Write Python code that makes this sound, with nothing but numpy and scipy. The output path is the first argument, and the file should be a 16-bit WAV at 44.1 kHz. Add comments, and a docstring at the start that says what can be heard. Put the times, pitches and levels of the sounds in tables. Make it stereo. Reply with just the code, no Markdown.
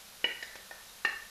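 """A wooden spatula knocks onion scraps off a china plate held over a clay pot: two firm knocks, a few light taps.
Each contact rings the plate and spatula as fading sine waves, with a woody thud pulse and a crack of noise.
The holding hand damps the plate, so each clack is short and the tiled kitchen carries it on as an echo.
The blade's soft wipes are brief swells of noise; onions sizzle faintly in the oil as hiss and random spits.
A low room rumble, also shaped noise, lies underneath."""
import sys
import numpy as np
from scipy import signal
from scipy.fft import rfft, irfft, next_fast_len
from scipy.io import wavfile
from scipy.ndimage import uniform_filter1d

SR = 44100
rng = np.random.default_rng(int(sys.argv[2]) if len(sys.argv) > 2 else 0)


def put_to_file(sound):
    """Save the sound as 16-bit audio at rate SR, in the file named by the first command-line argument."""
    columns = np.atleast_2d(sound).T  # one column per channel
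    safe = np.clip(columns, -1, 1)
    whole_steps = np.round(safe * 32767)
    wavfile.write(sys.argv[1], SR, whole_steps.astype(np.int16))


N = 57330  # length in samples, 1.3 s


def amp(db):
    """Turns decibels into a gain: every 20 dB is a factor of ten."""
    return 10 ** (np.asarray(db) / 20)


def unit(x):
    """Scales a sound to an average (rms) strength of 1."""
    return x / np.sqrt(np.mean(x ** 2) + 1e-20)


def along(points, hz):
    """Reads a curve of (pitch_hz, value) points, with pitch spaced by ratio as the ear hears it."""
    point_hz, value = np.transpose(points)
    return np.interp(np.log(hz + 1), np.log(point_hz + 1), value)


def filtered(x, response):
    """Multiplies each frequency of a sound by the response at that frequency."""
    size = x.shape[-1]
    padded = next_fast_len(size + 8192)  # spare silence keeps the end from wrapping onto the start
    spectrum = rfft(x, padded) * response(np.fft.rfftfreq(padded, 1 / SR))
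    return irfft(spectrum, padded)[..., :size]


def sides(pan_db):
    """Left and right gains whose levels differ by pan_db; positive leans left."""
    return amp(np.array([[0.5], [-0.5]]) * pan_db)


def dying(t, t60):
    """A fade that falls by 60 dB in t60 seconds."""
    return np.exp(-np.log(1000) * t / t60)


# How alike the left and right noise are: pitch_hz, likeness (1 = same, 0 = unrelated)
LEFT_RIGHT_LIKENESS = [(40, 0.4), (200, 0.56), (600, 0.68), (1500, -0.087), (4000, 0.044), (12000, -0.064)]


def noise(colour, size):
    """Coloured stereo noise of rms 1: a shared middle plus a difference, with the bass more alike."""
    def mid_and_side(hz):
        angle = np.arccos(np.clip(along(LEFT_RIGHT_LIKENESS, hz), -1, 1)) / 2
        return amp(along(colour, hz)) * [np.cos(angle), np.sin(angle)]

    mid, side = filtered(rng.standard_normal((2, size)), mid_and_side)
    return unit(np.array([mid + side, mid - side]))


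def push(colour):
    """One pulse of the given colour, peak 1, with its energy as early as that colour allows."""
    size = 4096
    # Folding the cepstrum (the spectrum of the log spectrum) makes the pulse start at once.
    cepstrum = irfft(np.log(amp(along(colour, np.fft.rfftfreq(size, 1 / SR)))))
    cepstrum[1:size // 2] *= 2
    cepstrum[size // 2 + 1:] = 0
    pulse = irfft(np.exp(rfft(cepstrum)))
    return pulse / np.abs(pulse).max()


# Ringing tones of plate and spatula: pitch_hz, t60_s, then relative level_db for each kind of contact:
# face_knock_db, rim_knock_db, glancing_tap_db, soft_tap_db
RINGING_TONES = [ (353, 0.024, -16, -11.5, -22, -16), (513, 0.024, -6, -47, -4.5, -6),
                 (651, 0.027, -10, -25, -4, -8), (814, 0.028, -10, -1.5, -33, -3),
                 (936, 0.055, -9.5, -18, -23, -12), (1142, 0.017, -25, 5.5, -33, -17),
                 (1463, 0.053, -11, -17, -29, -13), (1813.6, 0.047, -1, 8.5, 6, 1),
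                 (1948, 0.017, 10.5, -24, 6, -21), (2254, 0.034, 1.5, -0.5, -8, -32),
                 (2420, 0.04, -2.5, -10, -21, -12), (2662, 0.031, -5, 2, -24, -25),
                 (2813, 0.042, -8.5, 4.5, -11, -24), (2913, 0.051, 11, -33, -31, -28),
                 (3984, 0.13, -17, -43, -11, -39), (4148, 0.065, -25, -6.5, -24, -31),
                 (4470, 0.021, -30, -36, -28, -5), (5070, .04, -20, -33, -3.5, -27),
                 (6900, 0.071, -49, -18, -9, -32)]
# Tones that the hand hardly damps: pitch_hz, t60_s, relative level_db
PLATE_HUM = [(1552, 1, -31.5), (1740, 0.33, -51)]
# Contacts: start_s, ring_db, kind (0 face, 1 rim, 2 glancing, 3 soft), thud_db, crack_db, left_right_db
KNOCKS = [ (0.2424, -22.5, 0, -23, -33, 4), (.4060, -73, 2, -62, -65, -7),
          (.4263, -33.5, 2, -40.5, -33.5, 5), (0.5553, -38.5, 3, -32.5, -38.5, 4.5),
          (.7104, -34.5, 3, -42, -49, 4), (1.0488, -24.5, 1, -21.5, -29, 4.5),
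          (1.0565, -42, 2, -34, -35, 9.5)]
# Colour of the woody thud: pitch_hz, relative level_db
THUD_COLOUR = [(30, -35), (70, -12), (130, -13), (220, -3), (400, 2), (700, -6.5), (1200, -4), (2500, -3),
               (3500, -19.5), (8000, -70)]
# Colour of the dry crack: pitch_hz, relative level_db
CRACK_COLOUR = [(500, -18), (2000, 8.5), (3900, 4), (5200, 3.5), (6700, -7), (8500, -15), (14000, -29)]
ATTACK_S, CRACK_T60_S = 0.0014, 0.049  # rise of ring and crack, fade of the crack
SPREAD_DB = 0.9  # typical random change of each tone from blow to blow
LEFT_LEAD_S = 0.00009  # the direct ring and thud reach the left side this much sooner


def left_lead(hz):
    """Moves the left side half the lead earlier and the right side half the lead later."""
    return np.exp(1j * np.pi * hz * LEFT_LEAD_S * np.array([[1], [-1]]))


def plate_ring(t, ring_db, kind):
    """The struck plate and spatula ring in many fading tones, mixed by where and how the blade lands."""
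    tones = [(hz, t60, levels[int(round(kind))]) for hz, t60, *levels in RINGING_TONES]
    ring = np.zeros(N)
    for hz, t60, db in [*tones, *PLATE_HUM]:
        level = amp(ring_db + db + SPREAD_DB * rng.normal())
        ring += level * dying(t, t60) * np.sin(2 * np.pi * (hz * t + rng.random()))
    return ring


def knocks():
    """Each contact sets off a ring, a woody thud and a dry crack, and the kitchen answers."""
    out = np.zeros((2, N))
    for start_s, ring_db, kind, thud_db, crack_db, left_right_db in KNOCKS:
        t = np.maximum(np.arange(N) / SR - start_s, 0)
        rise = 1 - np.exp(-t / ATTACK_S)  # zero until the contact
        ring = rise * plate_ring(t, ring_db, kind)
        thud = amp(thud_db) * np.pad(push(THUD_COLOUR), (round(start_s * SR), N))[:N]
        crack = amp(crack_db) * rise * dying(t, CRACK_T60_S) * noise(CRACK_COLOUR, size=N)
        direct = sides(left_right_db) * filtered(ring + thud, left_lead)
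        out += direct + crack + kitchen(ring + thud + crack[0])
    return out


# How long the echo lasts at each pitch: pitch_hz, t60_s
KITCHEN_T60 = [(150, 0.36), (600, 0.34), (1000, 0.47), (2000, 0.49), (3000, 0.41), (4200, 0.46),
               (10000, 0.34)]
# Colour of the echo: pitch_hz, relative level_db
KITCHEN_COLOUR = [(100, -2), (400, 0), (1000, 1), (2000, 3.5), (3000, -3.5), (4200, -1), (10000, -4)]
WALL_DELAY_S, BUILD_S = 0.0028, 0.012  # wait for the first wall, growth time of the echo


def kitchen(x):
    """Tiled walls answer with a blurred echo that builds up and dies, with no room note standing out."""
    flat_noise = noise([(20, 0), (20000, 0)], size=SR * 3 // 5)
    hz, t, pieces = signal.stft(flat_noise, SR, nperseg=256)
    fading = pieces * dying(t, along(KITCHEN_T60, hz)[:, None])
    tail = signal.istft(fading, SR, nperseg=256)[1]
    age = np.maximum(np.arange(tail.shape[1]) / SR - WALL_DELAY_S, 0)
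    swell = 1 - np.exp(-age / BUILD_S)
    spectrum = rfft(tail * swell)
    # Even out the peaks and dips, then give the echo its colour.
    power = np.abs(spectrum) ** 2
    even = np.sqrt(power.mean() / np.abs(uniform_filter1d(power, size=36, axis=1)))
    colour = amp(along(KITCHEN_COLOUR, np.fft.rfftfreq(len(age), 1 / SR)))
    echo = irfft(spectrum * even * colour)[:, :SR // 2] / np.linalg.norm(tail[0])
    return signal.fftconvolve(x[None], echo, axes=1)[:, :N]


# Strokes of the blade: middle_s, length_s (from the middle until the stroke is nearly gone), level_db
WIPES = [(0.466, 0.074, -59.5), (0.61, 0.022, -64), (0.896, 0.021, -52.5)]
# Colour of the wiping: pitch_hz, relative level_db
WIPE_COLOUR = [(800, -31), (2800, -14), (3800, 25), (4500, -8), (7000, -40), (14000, -44)]


def wipes():
    """The wet blade slides briefly over the glaze, as noise that swells and fades."""
    t = np.arange(N) / SR
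    stroke = np.zeros(N)
    for middle_s, length_s, level_db in WIPES:
        stroke += amp(level_db) * np.exp(-2 * ((t - middle_s) / length_s) ** 2)
    return stroke * noise(WIPE_COLOUR, size=N)


# Colour of the sizzle: pitch_hz, relative level_db
SIZZLE_COLOUR = [(500, -19), (1000, -12), (1500, -4.5), (2200, -4.5), (3000, -3.5), (3900, -2),
                 (4400, -3.5), (5200, -4), (6800, -5.5), (8500, -9), (10000, -7), (11800, -5),
                 (13000, -11.5), (15000, -15.5)]
# Which side the sizzle leans to: pitch_hz, left_right_db
SIZZLE_PAN = [(1300, -5), (2400, 0.5), (4400, 0.5), (6300, -0.5), (8100, -1.5), (10000, -1.5),
              (12000, 12.5), (15000, 11)]
SIZZLE_DB, SPIT_DB = -50, -61.5  # rms levels of the hiss and of all the spits together
SPITS_PER_S = 440  # average rate on each side


def sizzle_lean(hz):
    """Tilts each pitch to one side while the power of both sides together stays the same."""
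    gains = sides(along(SIZZLE_PAN, hz))
    return gains / np.sqrt(np.mean(gains ** 2, axis=0))


def sizzle():
    """Countless tiny steam bubbles merge into a hiss, with separate random spits added."""
    happens = rng.random((2, N)) < SPITS_PER_S / SR
    bursts = happens * rng.standard_normal((2, N))
    spits = unit(filtered(bursts, lambda hz: amp(along(SIZZLE_COLOUR, hz))))
    hiss = noise(SIZZLE_COLOUR, size=N)
    return filtered(amp(SIZZLE_DB) * hiss + amp(SPIT_DB) * spits, sizzle_lean)


# Colour of the room rumble: pitch_hz, relative level_db
RUMBLE_COLOUR = [(20, -7), (32, -11), (42, 2.5), (55, -10), (120, -10.5), (160, -13), (200, -6), (300, -21),
                 (460, -10), (800, -10), (1500, -7.5), (2500, -48)]
RUMBLE_DB = -59  # rms level


def rumble():
    """The room's low rumble: steady noise, strongest in the bass."""
    return amp(RUMBLE_DB) * noise(RUMBLE_COLOUR, size=N)


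def scene():
    """Spatula and plate over the frying and the room's rumble."""
    return knocks() + wipes() + sizzle() + rumble()


TOP_HZ = 15200  # upper band limit


def record(dry):
    """Keeps only the frequencies below the band limit."""
    return filtered(dry, lambda hz: hz < TOP_HZ)


dry = scene()
out = record(dry)
put_to_file(out)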